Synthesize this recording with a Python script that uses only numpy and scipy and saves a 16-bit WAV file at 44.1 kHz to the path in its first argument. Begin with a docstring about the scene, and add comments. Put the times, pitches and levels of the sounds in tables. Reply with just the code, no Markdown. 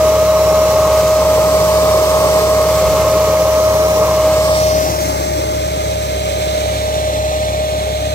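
"""A fan whines at its blade rate over a roar of air and a hiss of suction, while an engine throbs below.
The four-cylinder tractor draws a pneumatic planter over a field; its shaft spins the planter's vacuum fan.
Whine, engine and gears are sums of sines locked to one shaft speed; the air sounds are filtered noise.
Two spaced microphone ports follow close behind, then turn aside: the fan grows quieter and duller."""
import sys
import numpy as np
from scipy import signal
from scipy.fft import rfft, irfft, next_fast_len
from scipy.io import wavfile
from scipy.ndimage import uniform_filter1d

SR = 44100
rng = np.random.default_rng(int(sys.argv[2]) if len(sys.argv) > 2 else 0)


def dump(signal):
    """Clip the signal to [-1, 1] and save it as 16-bit WAV at the path in sys.argv[1]."""
    limited = np.clip(np.atleast_2d(signal).T, -1, 1)
    pcm = np.round(limited * 32767).astype(np.int16)
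    wavfile.write(sys.argv[1], SR, pcm)


N = 358974

TIME = np.arange(N) / SR
FINE_TIME = np.arange(4 * N) / (4 * SR)
SIZE = next_fast_len(N, True)
HZ = np.maximum(np.arange(SIZE // 2 + 1) * SR / SIZE, 1)

# Mean blade passing rate, sagging a little as the load grows: (time [s], rate [Hz])
BLADE_RATE = [(0, 624.4), (3, 624.1), (4.4, 623.2), (5, 621.5), (5.5, 618), (6.2, 619.2), (6.6, 617.6),
              (8.14, 617.8)]
BLADES_PER_REV = 18
BELT_LAPS_PER_S = 14.4   # at the opening blade rate; follows the shaft speed
# Blade tone before panning: (time [s], level [dB])
WHINE_LEVEL = [(0, -11.5), (1.1, -12), (2.9, -13.7), (3.4, -13), (4.75, -13), (4.92, -18), (6.2, -22),
               (7.2, -18.5), (8.14, -20.5)]
# Bearing of the machine, as the lag of the left port behind the right: (time [s], lag [ms])
BEARING = [(0, 0.05), (.6, 0.064), (1.5, -0.12), (2.4, -0.15), (3, 0.007), (3.9, 0.15), (4.2, 0.024),
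           (4.6, -0.29), (5.1, -.49), (6.5, -0.49), (7.25, -0.39), (8.14, -0.48)]
# Swell and fade of the air noises with the walker's distance: (time [s], level [dB])
NEARNESS = [(0, -0.35), (2.2, 1.7), (4, -0.5), (4.9, 0.95), (5.6, -1.1), (6.5, 1), (7.5, -0.25),
            (8.14, -0.8)]

# Relative spectrum of fan casing and hoses: (frequency [Hz], facing [dB], turned aside [dB])
ROAR_COLOUR = [(224, -16, -14), (299, -5.5, -3.5), (375, -10, -9), (432, 0.5, -0.5), (483, -4, -5.5),
               (565, 3, 2.5), (728, -9, -1), (704, -11, 0.5), (842, -6, -2), (890, -1.5, -8.5),
               (927, -10, -10), (1085, -1.5, -10), (1217, -6.5, -8), (1300, -11, -10.5)]
# Relative spectra of hoses and of their leaks:
# (frequency [Hz], facing left [dB], facing right [dB], aside left [dB], aside right [dB])
HISS_COLOUR = [(1484, 7.5, 4.5, -3, -10), (1650, 1.5, 2, -2, -3), (1910, 4, -6, -1, -0.5),
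               (2120, 6, 4.5, 2, 2), (2380, 2, 0, 0, 3), (2900.0, 1.5, -2, -5, 0),
               (3500.0, 1, -3.5, 2.5, 4), (4300, 0.5, 0, -5.5, 4), (4820, 2, -0.5, 0.5, -14),
               (5600, -1.5, 4.5, -6, -1), (6170, 1.5, 2, -1, -2.5), (7200, -2.5, -2.5, -4, -6),
               (8150, -9, 0.5, -15, -1.5), (9190, -13, -5, -12, -10)]
SIZZLE_COLOUR = [(9500, 1.5, -14, -2, -28), (10300.0, 0, -1, -2, 3), (11400, -4.5, 8.5, 0, 1),
                 (12300.0, 1.5, 5, 1, -1), (14000.0, -0.5, 6.5, -2.5, 5), (15800, -8, 7.5, -4, -2)]
# Power share of air noise straight from the fan: (frequency [Hz], facing [0-1], turned aside [0-1])
DIRECT = [(200, 0.86, 1), (590, 0.99, 0.94), (1070, 0.94, 0.93), (1500, 0.4, 1), (2300, 0.52, 0.77),
          (4000, 0.05, 0.49), (7000, 0.07, 0.58), (15000, 0, 0)]
# Base levels of the air noises, first row facing, second in the shade: (left [dB], right [dB])
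ROAR_LEVEL = [(-19.5, -20), (-25, -25)]
HISS_LEVEL = [(-27.5, -24.5), (-33.3, -25.5)]
SIZZLE_LEVEL = [(-33.5, -31), (-38, -47)]

# Even engine orders against the firing tone: (multiple of crank rate [1], facing [dB], aside [dB])
EVEN_ORDERS = [(2, 1.5, -0.5), (4, -35, -16), (6, -20, -21), (8, -16.5, -20)]
# Odd and half orders against the lope: (multiple of crank rate [1], facing [dB], aside [dB])
ODD_ORDERS = [(3, -0.5, 1.5), (3.5, -11, -20), (4.5, -13, -26), (5, -1.5, -7.5), (7, -20, -20),
              (9, -21, -22.5)]
# Relative spectrum of the exhaust rumble: (frequency [Hz], level [dB])
RUMBLE_COLOUR = [(20, -31), (35, -21), (50, -15), (65, -1), (88, -9), (125, 0.5), (165, -2.5), (195, -10.5),
                 (230, -10)]
# Engine parts before the scene's common gain: (facing [dB], in the shade [dB])
FIRING_DB, LOPE_DB, RUMBLE_DB = (-27.5, -24.5), (-31.5, -32), (-34.5, -37)
# Gears and bearings before separate lifts for facing and aside:
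# (multiple of crank rate [1], facing [dB], aside [dB])
GEARS = [(11.33, -38, -41), (15.58, -35, -40), (22.44, -37, -41), (25.04, -41, -57), (28.02, -42, -49),
         (39.25, -50, -51), (43.98, -56, -52), (44.85, -57, -53), (45.73, -60, -53), (49.1, -52, -63),
         (52.77, -49, -59), (53.98, -53, -53), (56.1, -53, -59), (61.69, -46, -51), (63.33, -55, -51),
         (67.27, -54, -50), (72.12, -50, -52), (72.85, -55, -50), (75.17, -59, -54), (89.73, -55, -52),
         (106.54, -63, -52), (107.33, -56, -53), (117.92, -52, -51), (121.31, -59, -50), (135.75, -54, -62),
         (151.31, -52, -55)]

# Narrow beams that the ports pass through: (centre [s], half width [s], peak [dB])
HOWL_BEAM = (2.3, 0.63, -31)   # the fan's casing
BOOM_BEAM = (5.12, 0.39, -30)   # the gap between the hoppers
LEAK_BEAM = (4.58, 0.18, 3.3)   # a leak's lift of the hiss at the right port
# Puff of wind: (centre [s], half width [s], peak [dB])
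PUFF = (2.93, 0.1, -24)
# Relative spectrum of the puff: (frequency [Hz], level [dB])
PUFF_COLOUR = [(40, -3), (70, 0), (170, -4)]

# The ports swing aside quickly, then sink slowly into the shade of the body that carries them
TURN_S, TURN_LENGTH_S = 4.5, 0.65   # middle and duration
SHADE_S, SHADE_SETTLE_S = 4.75, 0.99   # onset and time constant
# The turn opens an inverted second path to the right port; its detour shortens and it fades
DETOUR_START_MS, DETOUR_END_MS, DETOUR_SETTLE_S = 2.08, 0.078, 1.84
DETOUR_STRENGTH, DETOUR_FADE_S = .72, 5.0
# Hiss also bends round that body to the right port
BEND_MS, BEND_PER_LAG = 0.284, 0.28   # delay at zero lag; added ms per ms of lag
BEND_STRENGTH, BEND_TURN_STRENGTH = 0.2, 0.25   # before the turn; added by it; shade removes both
CUTOFF_HZ = 15800


def from_db(db):
    """Level is logarithmic: decibels to amplitude gain."""
    return np.exp(np.asarray(db) * (np.log(10) / 20))


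def rms_one(x):
    """Equal mean power: each channel is scaled to rms 1."""
    return x / np.sqrt(np.mean(x ** 2, axis=-1, keepdims=True) + 1e-20)


def in_time(rows):
    """Linear interpolation of a table's columns at every sample."""
    s, *columns = np.transpose(rows)
    return np.array([np.interp(TIME, s, c) for c in columns])


def in_hz(rows):
    """Interpolation of a table's columns along logarithmic frequency."""
    hz, *columns = np.transpose(rows)
    return np.array([np.interp(np.log(HZ), np.log(hz), c) for c in columns])


def colour(rows):
    """Spectral shaping: gains of unit power, with steep skirts beyond the table's ends."""
    low_skirt = 1 + (rows[0][0] / HZ) ** 24
    high_skirt = 1 + (HZ / rows[-1][0]) ** 40
    return rms_one(from_db(in_hz(rows)) / np.sqrt(low_skirt * high_skirt))


def white(channels):
    """Equal power at all frequencies: spectra of unrelated white noises."""
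    return rfft(rng.standard_normal((channels, SIZE)))


def wave(spectrum):
    """Fourier synthesis: a spectrum becomes a signal."""
    return irfft(spectrum, SIZE)[..., :N]


def drift(rate):
    """Low-passed noise: random wander of rms 1, up to about `rate` Hz."""
    count = N // 32 + 2   # coarse grid, interpolated below
    hz = np.arange(count // 2 + 1) * SR / N
    spectrum = rfft(rng.standard_normal(count)) / (1 + (hz / rate) ** 2)
    slow = irfft(spectrum, count)
    return np.interp(TIME, np.linspace(0, N / SR, count), rms_one(slow))


def port_delays(lag_ms):
    """Time difference of arrival: half the lag late at the left port, half early at the right [s]."""
    return np.array([lag_ms, -lag_ms]) / 2000


def angle(hz):
    """Phase is the integral of frequency [rad]."""
    return 2 * np.pi * np.cumsum(hz) / SR


def blend(pair, share):
    """Linear transition from the facing value to the shaded one."""
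    facing, shaded = np.array(pair)[..., None]
    return facing + (shaded - facing) * share


def settle(start_s, settle_s):
    """Exponential relaxation: 1 until the start, then dying away."""
    return np.exp(-np.maximum(TIME - start_s, 0) / settle_s)


def passing(beam):
    """Gaussian directivity: a bell from 0 to 1 and back as the ports cross a beam."""
    return np.exp(-.5 * ((TIME - beam[0]) / beam[1]) ** 2)


def whine(blade_hz, lag_ms, turned, flutter=0.092, flutter_rate=20, wobble=.05, belt_depth=0.076,
          lag_share=0.92, pan_db_per_ms=10, aside_pan_db=1.5, octave_db=-19.5, octave_aside_db=-23):
    """Blade-passing tone: blades chop the intake air; eddies and drive-belt laps modulate it."""
    level_db, = in_time(WHINE_LEVEL)
    # the balance follows the bearing until the ports turn
    pan_db = (pan_db_per_ms * lag_ms * (1 - turned) + aside_pan_db * turned) * [[.5], [-.5]]
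    lag_phase = 2 * np.pi * blade_hz * port_delays(lag_share * lag_ms)
    phase = angle(blade_hz) + wobble * drift(13) - lag_phase

    belt_hz = BELT_LAPS_PER_S * blade_hz / blade_hz[0]
    belt = belt_depth * np.sin(angle(belt_hz) + .5 * drift(1))
    swell = 1 + belt + flutter * drift(flutter_rate)
    tone = from_db(level_db + pan_db) * swell * np.sin(phase)

    octave_level_db = level_db + 2 * pan_db + blend((octave_db, octave_aside_db), turned)
    octave = from_db(octave_level_db) * (1 + 0.28 * drift(11)) * np.sin(2 * phase)
    return np.sqrt(2) * (tone + octave)


def whirr(crank, repeating=0.11):
    """Cyclic noise: fourfold oversampled, with a power share repeating every two crank turns."""
    fresh = signal.resample_poly(rng.standard_normal(N), 4, 1)
    cycle = signal.resample_poly(rng.standard_normal(int(2 * SR / crank.mean())), 16, 1)
    place = np.interp(FINE_TIME, TIME, angle(crank) / (4 * np.pi)) % 1
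    repeated = cycle[(place * len(cycle)).astype(int)]
    share = np.clip(repeating, 0, 1)
    return np.sqrt(1 - share) * fresh + np.sqrt(share) * repeated


def panel_echoes(source, shortest=0.00122, longest=.006, sway=.00007, count=4):
    """Comb filtering by reflections from hoppers and frame; path times [s] sway, shifting the ripples."""
    def echo(path):
        return np.interp(TIME - path - sway * drift(0.42), FINE_TIME, source)
    paths = rng.uniform(shortest, longest, (2, count))
    return rms_one(np.array([sum(echo(path) for path in port) for port in paths]))


def turbulence(crank, delay, turned, echo_share=0.31):
    """Partial coherence: a direct noise that lags between ports, mixed with a scattered one."""
    source = whirr(crank)
    echo_share = np.clip(echo_share, 0, 1)
    direct = rfft([np.interp(TIME - d, FINE_TIME, source) for d in delay], SIZE)
    echoes = rfft(panel_echoes(source), SIZE)
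    scattered = np.sqrt(echo_share) * echoes + np.sqrt(1 - echo_share) * white(channels=2)
    facing, aside = [wave(np.sqrt(share) * direct + np.sqrt(1 - share) * scattered)
                     for share in np.clip(in_hz(DIRECT), 0, 1)]
    return rfft((1 - turned) * facing + turned * aside, SIZE)


def airflow(noise, spectrum, port_db, aside):
    """Directional radiation: the noise's colour slides from facing to shaded as the ports turn."""
    facing, shaded = wave(noise * colour(spectrum).reshape(2, -1, len(HZ)))
    aside = np.clip(aside, 0, 1)
    return from_db(port_db) * ((1 - aside) * facing + aside * shaded)


def hollow(ports, delay_ms, strength, size=1):
    """Two-path interference at the right port; averaging over size [samples] dulls the later path."""
    late = np.interp(TIME - delay_ms / 1000, TIME, uniform_filter1d(ports[1], size))
    right = (ports[1] + strength * late) / np.sqrt(1 + strength ** 2)
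    return np.array([ports[0], right])


def fan(noise, blade_hz, lag_ms, turned, aside, near_db, surge_db=0.7):
    """Interference and resonance: whine and roar take two paths; casing and hopper gap ring."""
    detour_ms = DETOUR_END_MS + (DETOUR_START_MS - DETOUR_END_MS) * settle(TURN_S, DETOUR_SETTLE_S)
    strength = -DETOUR_STRENGTH * turned * settle(TURN_S, DETOUR_FADE_S)
    roar_db = blend(ROAR_LEVEL, aside) + near_db + surge_db * drift(10)
    roar = airflow(noise, ROAR_COLOUR, roar_db, aside)
    casing = howl(noise, HOWL_BEAM, centre_hz=1090, width_hz=59)
    hopper_gap = howl(noise, BOOM_BEAM, centre_hz=340, width_hz=45)
    two_paths = hollow(whine(blade_hz, lag_ms, turned) + roar, detour_ms, strength, size=32)
    return two_paths + casing + hopper_gap


def suction(noise, lag_ms, turned, shade, near_db, gust_db=.5, leak_left_share=0.53,
            sizzle_pan_db_per_ms=-18, sizzle_shade_power=1.4):
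    """Turbulent flow noise: hiss of the hoses and finer sizzle of their leaks gust together."""
    swell_db = near_db + gust_db * drift(11)
    leak_db = LEAK_BEAM[2] * passing(LEAK_BEAM) * [[leak_left_share], [1]]
    hiss_db = blend(HISS_LEVEL, shade) + swell_db + leak_db
    hiss = airflow(noise, HISS_COLOUR, hiss_db, shade)

    pan_db = sizzle_pan_db_per_ms * lag_ms * (1 - turned) * [[.5], [-.5]]
    sizzle_db = blend(SIZZLE_LEVEL, shade ** sizzle_shade_power) + swell_db + pan_db
    sizzle = airflow(noise, SIZZLE_COLOUR, sizzle_db, shade)

    bend = (BEND_STRENGTH + BEND_TURN_STRENGTH * turned) * (1 - shade)
    return hollow(hiss, BEND_MS + BEND_PER_LAG * lag_ms, bend) + sizzle


def engine(crank, delay, aside, throb=0.26, apart_db=-9, uneven=0.17, shake=0.026):
    """Harmonic orders of two firings a turn; unequal cylinders add odd ones, exhaust puffs once a turn."""
    turn = angle(crank) + shake * drift(6.2) - 2 * np.pi * crank * delay
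    firing = sum(from_db(blend(level, aside)) * np.cos(k * turn) for k, *level in EVEN_ORDERS)
    lope = sum(from_db(blend(level, aside)) * (1 + uneven * drift(4.3)) * np.cos(k * turn)
               for k, *level in ODD_ORDERS)
    mid, side = wave(white(channels=2) * colour(RUMBLE_COLOUR))
    exhaust = mid + from_db(apart_db) * side * [[1], [-1]]
    rumble = exhaust * (1 + throb * np.cos(turn[0]))
    parts = [(FIRING_DB, firing), (LOPE_DB, lope), (RUMBLE_DB, rumble)]
    return sum(from_db(blend(level, aside)) * part for level, part in parts)


def gears(crank, delay, aside, waver=0.4, smear=0.33, facing_lift_db=3.0, aside_lift_db=4.0):
    """Shaft-locked partials: gears and bearings give thin tones of wavering level and phase."""
    turn = angle(crank) - 2 * np.pi * crank * delay
    out = 0
    for k, facing_db, aside_db in GEARS:
        gain = from_db(blend((facing_db + facing_lift_db, aside_db + aside_lift_db), aside))
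        out = out + gain * (1 + waver * drift(3.9)) * np.sin(k * turn + smear * drift(2.5))
    return out


def howl(noise, beam, centre_hz, width_hz):
    """Resonance: air noise in one narrow band, in quadrature to its source, heard inside its beam."""
    resonance = rms_one(1 / (1 + ((HZ - centre_hz) / width_hz) ** 2))
    return from_db(beam[2]) * passing(beam) * wave(1j * noise * resonance)


def wind():
    """Low-frequency pressure noise: one soft buffet on the right port."""
    buffet = wave(white(channels=1) * colour(PUFF_COLOUR))
    return from_db(PUFF[2]) * passing(PUFF) * buffet * [[0], [1]]


def scene(hunt_hz=0.2995, turn_share=0.37, tractor_near_share=0.33):
    """Superposition: one shaft speed drives engine, gears and fan; one turn of the ports shades them."""
    blade_hz = in_time(BLADE_RATE)[0] + hunt_hz * drift(2.024)
    crank = blade_hz / BLADES_PER_REV
    (lag_ms,), (near_db,) = in_time(BEARING), in_time(NEARNESS)
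    turned = np.clip(.5 + (TIME - TURN_S) / TURN_LENGTH_S, 0, 1)
    shade = 1 - settle(SHADE_S, SHADE_SETTLE_S)
    aside = turn_share * turned + (1 - turn_share) * shade
    delay = port_delays(lag_ms)
    noise = turbulence(crank, delay, turned)

    planter = fan(noise, blade_hz, lag_ms, turned, aside, near_db)
    planter = planter + suction(noise, lag_ms, turned, shade, near_db)
    tractor = np.sqrt(2) * engine(crank, delay, shade) + gears(crank, delay, aside)
    tractor = from_db(tractor_near_share * near_db) * tractor
    return planter + tractor + wind()


def record(dry):
    """Elliptic low-pass filtering: the top is cut steeply."""
    low_pass = signal.ellip(12, .1, 90, CUTOFF_HZ, fs=SR, output="sos")
    return signal.sosfilt(low_pass, dry)


dry = scene()
out = record(dry)
dump(out)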